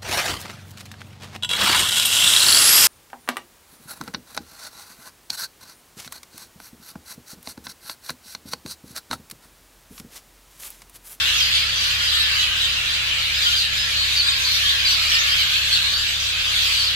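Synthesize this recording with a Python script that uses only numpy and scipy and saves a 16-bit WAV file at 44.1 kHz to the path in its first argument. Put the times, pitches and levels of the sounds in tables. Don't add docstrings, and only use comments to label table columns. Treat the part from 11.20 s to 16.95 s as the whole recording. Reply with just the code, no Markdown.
import sys
import numpy as np
from scipy import signal
from scipy.fft import rfft, irfft
from scipy.io import wavfile
from scipy.ndimage import uniform_filter1d

SR = 44100
rng = np.random.default_rng(int(sys.argv[2]) if len(sys.argv) > 2 else 0)


def materialize(psi):
    bounded = np.clip(np.atleast_2d(psi).T, -1, 1)
    quanta = np.round(bounded * 32767).astype(np.int16)
    wavfile.write(sys.argv[1], SR, quanta)


N = 253575
T = np.arange(N) / SR
MIC_LAG_S = .00046


def gain_of(db):
    return 10 ** (np.asarray(db) / 20)


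def unit_rms(x):
    return x / np.sqrt(np.mean(x ** 2) + 1e-20)


def curve_at(points, hz):
    f, value = np.transpose(points)
    return np.interp(np.log(hz + 1), np.log(f + 1), value)


def wander(t, per_s, size=256):
    return np.interp(t * per_s, np.arange(size), rng.standard_normal(size))


def place(mix, s, sound, side):
    for channel, lag in zip(mix, (side * MIC_LAG_S, 0)):
        start = round((s + lag) * SR)
        part = channel[max(start, 0):max(start + len(sound), 0)]
        part += sound[max(-start, 0):][:len(part)]


# (frequency [Hz], relative level [dB])
RUMBLE_EQ = [(20, -5), (35, 10), (48, 5.5), (80, 3), (130, -1), (200, -7.5), (330, -10), (450, -8.5),
             (570, -5.5), (780, -10), (1100, -15), (2000, -17)]
def rumble(level_db=-41.5, likeness=0.93):
    hz = np.fft.rfftfreq(N, 1 / SR)
    left, other = rfft(rng.standard_normal((2, N)))
    coherence = likeness * np.sinc(2 * hz * MIC_LAG_S)
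    right = coherence * left + np.sqrt(1 - coherence ** 2) * other
    spectrum = np.array([left, right]) * gain_of(curve_at(RUMBLE_EQ, hz))
    return gain_of(level_db) * unit_rms(irfft(spectrum, N))


# (order [multiple of engine speed], level [dB])
ENGINE_ORDERS = [(2, -41.5), (3, -47.5), (4, -54.5), (5, -58.5)]
def engine(speed_hz=34.5, drift=0.0075, waver_db=.9):
    turns = np.cumsum(speed_hz * (1 + drift * wander(T, 3.075))) / SR
    hum = np.zeros(N)
    for order, db in ENGINE_ORDERS:
        level = gain_of(db + waver_db * wander(T, 6.7))
        hum += level * unit_rms(np.sin(2 * np.pi * (order * turns + rng.random())))
    return hum


# (frequency [Hz], time to fall 60 dB [s])
GROVE_DECAY = [(500, 0.29), (3000, 1), (6000, 0.88), (14000, 0.13)]
def grove(x, tail_db, early_db, early_s=0.014, echoes_per_s=3000):
    t = np.arange(SR) / SR
    taps = rng.standard_normal((2, SR)) * (rng.random((2, SR)) < echoes_per_s / SR) * (t > .002)
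    hz, age, spectrum = signal.stft(taps, SR, nperseg=256)
    decay = gain_of(-60 * age / curve_at(GROVE_DECAY, hz)[:, None])
    tail = signal.istft(spectrum * decay, SR, nperseg=256)[1][:, :SR]
    early = taps * np.exp(-t / early_s)
    echo = (gain_of(tail_db) * unit_rms(tail) + gain_of(early_db) * unit_rms(early)) / np.sqrt(SR)
    heard = x + signal.fftconvolve(x, echo, axes=1)[:, :x.shape[1]]
    return heard / np.sqrt(1 + gain_of(2 * tail_db) + gain_of(2 * early_db))


def syrinx(t, hz, rough, jitter=0.092, shimmer=0.51, flutter_per_s=1100):
    fluttering_hz = hz * (1 + jitter * rough * wander(t, flutter_per_s, size=512))
    phase = 2 * np.pi * np.cumsum(fluttering_hz) / SR
    return phase, np.exp(shimmer * np.sqrt(rough) * wander(t, 316.3))


def chirp(length, start_hz, middle_hz, end_hz, db, rough, octave_db=-27):
    t = np.arange(0, length, 1 / SR)
    u = t / t[-1]
    hz = start_hz + (end_hz - start_hz) * u + (2 * middle_hz - start_hz - end_hz) * 2 * u * (1 - u)
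    phase, strength = syrinx(t, hz, rough)
    swell = abs(np.sin(np.pi * u)) ** .3 * np.minimum(1, 10 * np.minimum(u, 1 - u))
    tone = np.sin(phase) + gain_of(octave_db) * np.sin(2 * phase)
    return gain_of(db) * unit_rms(swell * strength * tone)


def far_calls(count, low_hz, high_hz, length_s, bend, spread_db, harsh, thickets):
    lead = SR // 4
    buses = np.zeros((thickets, 2, N + lead))
    for k, (when, pitch, length, first, last, near, rough, side) in enumerate(rng.random((count, 8))):
        hz = low_hz * (high_hz / low_hz) ** pitch
        start_hz, end_hz = hz * (1 + bend * (2 * np.array([first, last]) - 1))
        call = chirp(length_s * (.5 + length), start_hz, hz, end_hz,
                     spread_db * near, 0.099 + harsh * rough)
        place(buses[k % thickets], (k + when) / count * (N + lead) / SR, call, 2 * side - 1)
    return unit_rms(sum(grove(bus, tail_db=-4, early_db=-8) for bus in buses)[:, lead:])


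# (frequency [Hz], rms depth [dB])
WASH_FLICKER = [(1500, 0.2), (4000, 2), (7000, 1.5), (12000, 2.2)]
def wash(hz, frames):
    noise = signal.stft(rng.standard_normal((2, N)), SR, nperseg=1024, noverlap=768)[2]
    patches = uniform_filter1d(rng.standard_normal((len(hz), frames)), size=36, axis=0)
    patches = uniform_filter1d(patches, size=9, axis=1)
    return noise * gain_of(curve_at(WASH_FLICKER, hz)[:, None] * unit_rms(patches))


# (time [s], low voices [dB], high voices [dB])
FLOCK_EFFORT = [(0.0, 1.5, 0.5), (0.38, 0, 2), (0.5, -0.7, -0.6), (1.12, 0.5, -0.4), (1.62, 0, -2.6),
                (1.88, 0, -3.5), (2.12, -0.5, -1.8), (2.38, -1, -0.5), (2.5, -1.0, -2.0),
                (3.25, -0.54, 0.2), (4.0, 1, 1), (4.12, 1, -0.3), (4.5, -0.3, 1), (4.62, 1.1, -0.4),
                (5.0, -2.5, -0.3), (5.25, 0, -2), (5.5, 0.5, 2), (5.75, -1, -2.6)]
# (frequency [Hz], depth [dB per dB])
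EFFORT_DEPTH = [(1500, 1.5), (4000, 1.08), (7000, 0.78), (12000, 1.8)]
def effort(hz, t, crossover_hz=(2620, 4050), bicker_per_s=14, bicker_db=1.3):
    s, low_db, high_db = np.transpose(FLOCK_EFFORT)
    low = np.interp(t, s, low_db)
    high = np.interp(t, s, high_db) + bicker_db * wander(t, bicker_per_s)
    high_share = np.interp(hz, crossover_hz, (0, 1))[:, None]
    return gain_of(curve_at(EFFORT_DEPTH, hz)[:, None] * ((1 - high_share) * low + high_share * high))


# (frequency [Hz], relative level [dB])
DIN_EQ = [(800, -27), (1150, -17.5), (1350, -14), (1650, -9), (2000, -10), (2450, -5), (2900, -2.5),
          (3900, -2.5), (4700, -6), (5400, -14.5), (7500, -18.5), (9000, -26), (12000, -25), (15000, -30.5)]
def din(level_db=-20, wash_db=-3, low_cut_db_per_octave=20):
    chatter = far_calls(1500, 2350, 4800, length_s=.055, bend=.2, spread_db=4, harsh=.45, thickets=4)
    low = far_calls(400, 1100.7, 2400, length_s=.09, bend=.146, spread_db=2, harsh=1.033, thickets=2)
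    closer = far_calls(50, 2573, 4900, length_s=.0548, bend=.0814, spread_db=4, harsh=.1, thickets=1)
    flock = chatter + gain_of(-12.5) * low + gain_of(-14) * closer
    hz, t, spectrum = signal.stft(flock, SR, nperseg=1024, noverlap=768)
    spectrum += gain_of(wash_db) * wash(hz, len(t))
    average = np.sqrt(uniform_filter1d(np.mean(abs(spectrum) ** 2, axis=(0, 2)), size=3))
    octaves_below = np.maximum(np.log2(DIN_EQ[0][0] / (hz + 1)), 0)
    colour = gain_of(curve_at(DIN_EQ, hz) - low_cut_db_per_octave * octaves_below)
    spectrum *= (colour / average)[:, None] * effort(hz, t)
    return gain_of(level_db) * unit_rms(signal.istft(spectrum, nperseg=1024, noverlap=768)[1][:, :N])


PITCH_ARCH = [(0, .93), (.12, .99), (.3, 1), (.65, .94), (1, .87)]
def caw(length, top_hz, db, rough, throat_hz, throat_width_hz=180, fundamental_db=-9, harmonics=4):
    t = np.arange(0, length, 1 / SR)
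    hz = top_hz * np.interp(t / length, *np.transpose(PITCH_ARCH))
    phase, strength = syrinx(t, hz, rough)
    partials = [np.sin(k * phase) / np.hypot(1, (k * hz - throat_hz) / throat_width_hz)
                for k in range(1, harmonics + 1)]
    voice = gain_of(fundamental_db) * partials[0] + sum(partials[1:])
    return gain_of(db) * unit_rms(voice * strength * signal.windows.tukey(len(t), .4))


# (time [s], length [s], top pitch [Hz], level [dB], roughness [0-1], throat resonance [Hz])
CROW_CUES = [(0.502, 0.41, 596, -39, 0.13, 1800), (0.884, 0.34, 596.5, -34, 0.14, 1750),
             (2.634, 0.26, 592, -36.5, 0.17, 1770), (3.02, 0.3, 552, -35.5, 0.1, 1600),
             (3.321, 0.27, 592, -32.5, 0.1, 1600), (3.531, 0.24, 544, -38.5, 0.18, 1560),
             (3.727, 0.24, 680, -42.5, 0.08, 980), (3.875, 0.31, 604.4, -30.5, 0.11, 1780)]
def crows(far_count=40, far_hz=620):
    near, far = np.zeros((2, 2, N))
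    for s, *settings in CROW_CUES:
        place(near, s, caw(*settings), side=rng.uniform(0.46, 1))
    for k, (when, pitch, side) in enumerate(rng.uniform(-1, 1, (far_count, 3))):
        call = caw(.3, far_hz * (1 + .2 * pitch), db=-52, rough=0.48, throat_hz=1400)
        place(far, (k + when) / far_count * N / SR, call, side)
    return grove(near, tail_db=-7, early_db=-12) + grove(far, tail_db=0, early_db=-6)


# (time [s], level before trim [dB])
PEEP_CUES = [(0, -38), (.48, -46), (.655, -39), (0.801, -35), (2.255, -30)]
def peeps(length_s=0.039, hz=1427, scoop=0.039, trim_db=1.2):
    return [(s, chirp(length_s, hz * (1 - scoop), hz, hz, db + trim_db, rough=.05))
            for s, db in PEEP_CUES]


# (time [s], length [s], top pitch [Hz], level [dB], throat resonance [Hz])
SQUAWK_CUES = [(3.636, 0.048, 800, -32, 2400), (4.186, .052, 783, -23, 2930)]
def squawks(rough=.1):
    return [(s, caw(length, hz, db, rough, throat, throat_width_hz=390, fundamental_db=-24, harmonics=6))
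            for s, length, hz, db, throat in SQUAWK_CUES]


# (time [s], length [s], middle pitch [Hz], level before trim [dB])
RASP_CUES = [(.12, 0.11, 6430, -32), (.311, 0.078, 3440, -18.5), (0.325, 0.094, 4600, -24.5),
             (0.692, 0.078, 2550, -27), (.915, 0.065, 3690, -21), (1.168, 0.07, 3850, -25),
             (1.406, 0.071, 3630, -20.5), (1.727, 0.032, 4180, -23), (2.218, .045, 7100, -38),
             (2.403, 0.058, 4230, -26), (2.744, 0.12, 3750, -26.5), (3.064, 0.059, 7460, -32),
             (3.194, .08, 6080, -30.5), (3.929, 0.055, 7260, -33), (3.89, 0.092, 3005, -23),
             (4.33, 0.075, 3300, -28), (4.504, 0.067, 4205, -18.5), (4.831, 0.081, 2930, -26),
             (5.351, 0.09, 3286, -23)]
def rasps(rough=0.84, sag=0.0514, trim_db=-3):
    return [(s, chirp(length, hz * (1 + sag), hz, hz * (1 - sag), db + trim_db, rough, octave_db=-17.5))
            for s, length, hz, db in RASP_CUES]


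# (time [s], length [s], start pitch [Hz], middle pitch [Hz],
# end pitch [Hz], level before trim [dB], roughness [0-1])
WHISTLE_CUES = [ (.051, 0.069, 2810, 2870, 2950, -24.5, 0.18), (0.17, 0.052, 7000, 5700, 4900, -27, .4),
                (0.197, 0.029, 3314, 3230, 3180, -17, .1), (0.22, 0.03, 5020, 4820, 4900, -17.5, .35),
                (0.387, .06, 4850, 4930, 4950, -28, 0.26), (0.556, .028, 6050, 6040, 5980, -27, 0.2),
                (.585, .07, 5950, 5900, 5900, -35, 0.5), (0.814, .11, 5090, 4800, 4200, -25.5, 0.4),
                (0.996, 0.03, 3880, 3880, 3880, -18, 0.06), (1.033, 0.058, 3980, 3370, 3150, -23, .08),
                (1.116, 0.037, 4820, 4580, 4460, -24.5, .15), (1.135, 0.19, 2940, 2970, 2940, -24, 0.18),
                (1.221, 0.032, 3420, 3270, 3000, -21, .25), (1.403, .024, 3890, 3880, 3860, -23, 0),
                (1.652, 0.059, 2770, 2430, 2250, -28, 0.24), (1.875, 0.073, 3010, 3106, 2920, -22.5, 0.37),
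                (2.152, 0.05, 4880, 5150, 5200, -28, .2), (2.221, 0.031, 4720, 4730, 4690, -24, .15),
                (2.25, 0.044, 3160, 3145, 3090, -17, 0.3), (2.325, 0.041, 3240, 3190, 3120, -20.5, .1),
                (2.35, 0.055, 4710, 4750, 4650, -20, 0.19), (2.382, 0.043, 4440, 4250, 3940, -22, .45),
                (2.56, 0.093, 5060, 5060, 5050, -27, 0.15), (2.751, .1, 4280, 4390, 4340, -22.5, 0.2),
                (2.952, 0.077, 4600, 4600, 3660, -18, 0.3), (3.02, 0.079, 4650, 4790, 4790, -24, 0.17),
                (3.06, 0.043, 3990, 3790, 3510, -17, .3), (3.11, 0.037, 5190, 4500, 4100, -21, 0.1),
                (3.245, 0.074, 4800, 4250, 3850, -21, .4), (3.322, .05, 5620, 5640, 5540, -28, .25),
                (3.437, 0.1, 2950, 3520, 4400, -19.5, .35), (3.493, .05, 4620, 4620, 4680, -29, 0.03),
                (3.578, .038, 3080, 3120, 3220, -28, 0.1), (3.64, 0.078, 3950, 4145, 4570, -19, .35),
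                (3.651, 0.032, 4670, 4720, 4660, -17, 0.24), (3.68, 0.053, 5680, 5740, 5670, -26, 0.3),
                (3.703, 0.064, 4700, 4690, 3670, -21, 0.29), (3.868, 0.06, 4170, 5520, 5830, -25, 0.26),
                (3.921, .058, 5950, 4910, 4050, -19, .26), (3.966, 0.072, 4900, 6250, 6800, -25, 0.44),
                (4.067, .11, 3000, 3220, 3420, -21, .35), (4.22, 0.042, 7650, 7550, 7350, -37, 0.1),
                (4.52, 0.046, 4250, 4380, 4580, -23, .22), (4.55, 0.035, 3390, 2890, 2500, -24, .1),
                (4.659, .05, 3720, 3780, 3930, -24, .15), (4.715, .06, 4200, 4480, 4570, -24, 0.16),
                (4.773, 0.046, 7150, 7280, 7350, -34, .35), (4.866, .06, 7800, 7780, 7900, -37, .15),
                (4.995, 0.028, 5900, 6000, 5900, -27, .35), (5.574, 0.054, 4740, 4520, 4150, -20.5, .13),
                (5.599, 0.041, 5460, 5480, 5600, -29, 0.2), (5.621, 0.036, 4240, 4630, 5270, -21, .22),
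                (5.659, .055, 5060, 3950, 2700, -20.5, .14)]
def whistles(trim_db=-3.5):
    return [(s, chirp(length, start, middle, end, db + trim_db, rough))
            for s, length, start, middle, end, db, rough in WHISTLE_CUES]


def near_birds(crown_count=3):
    crowns = np.zeros((crown_count, 2, N))
    for k, (s, call) in enumerate(whistles() + rasps() + squawks() + peeps()):
        place(crowns[k % crown_count], s, call, side=rng.uniform(0.81, 1))
    return sum(grove(crown, tail_db=-9, early_db=-7) for crown in crowns)


def scene():
    return din() + near_birds() + crows() + (rumble() + engine()) * gain_of([[.3], [-.3]])


def record(dry):
    low_pass = signal.firwin(511, cutoff=15600, window=("kaiser", 9), fs=SR)
    return signal.oaconvolve(dry, low_pass[None], "same")


dry = scene()
out = record(dry)
materialize(out)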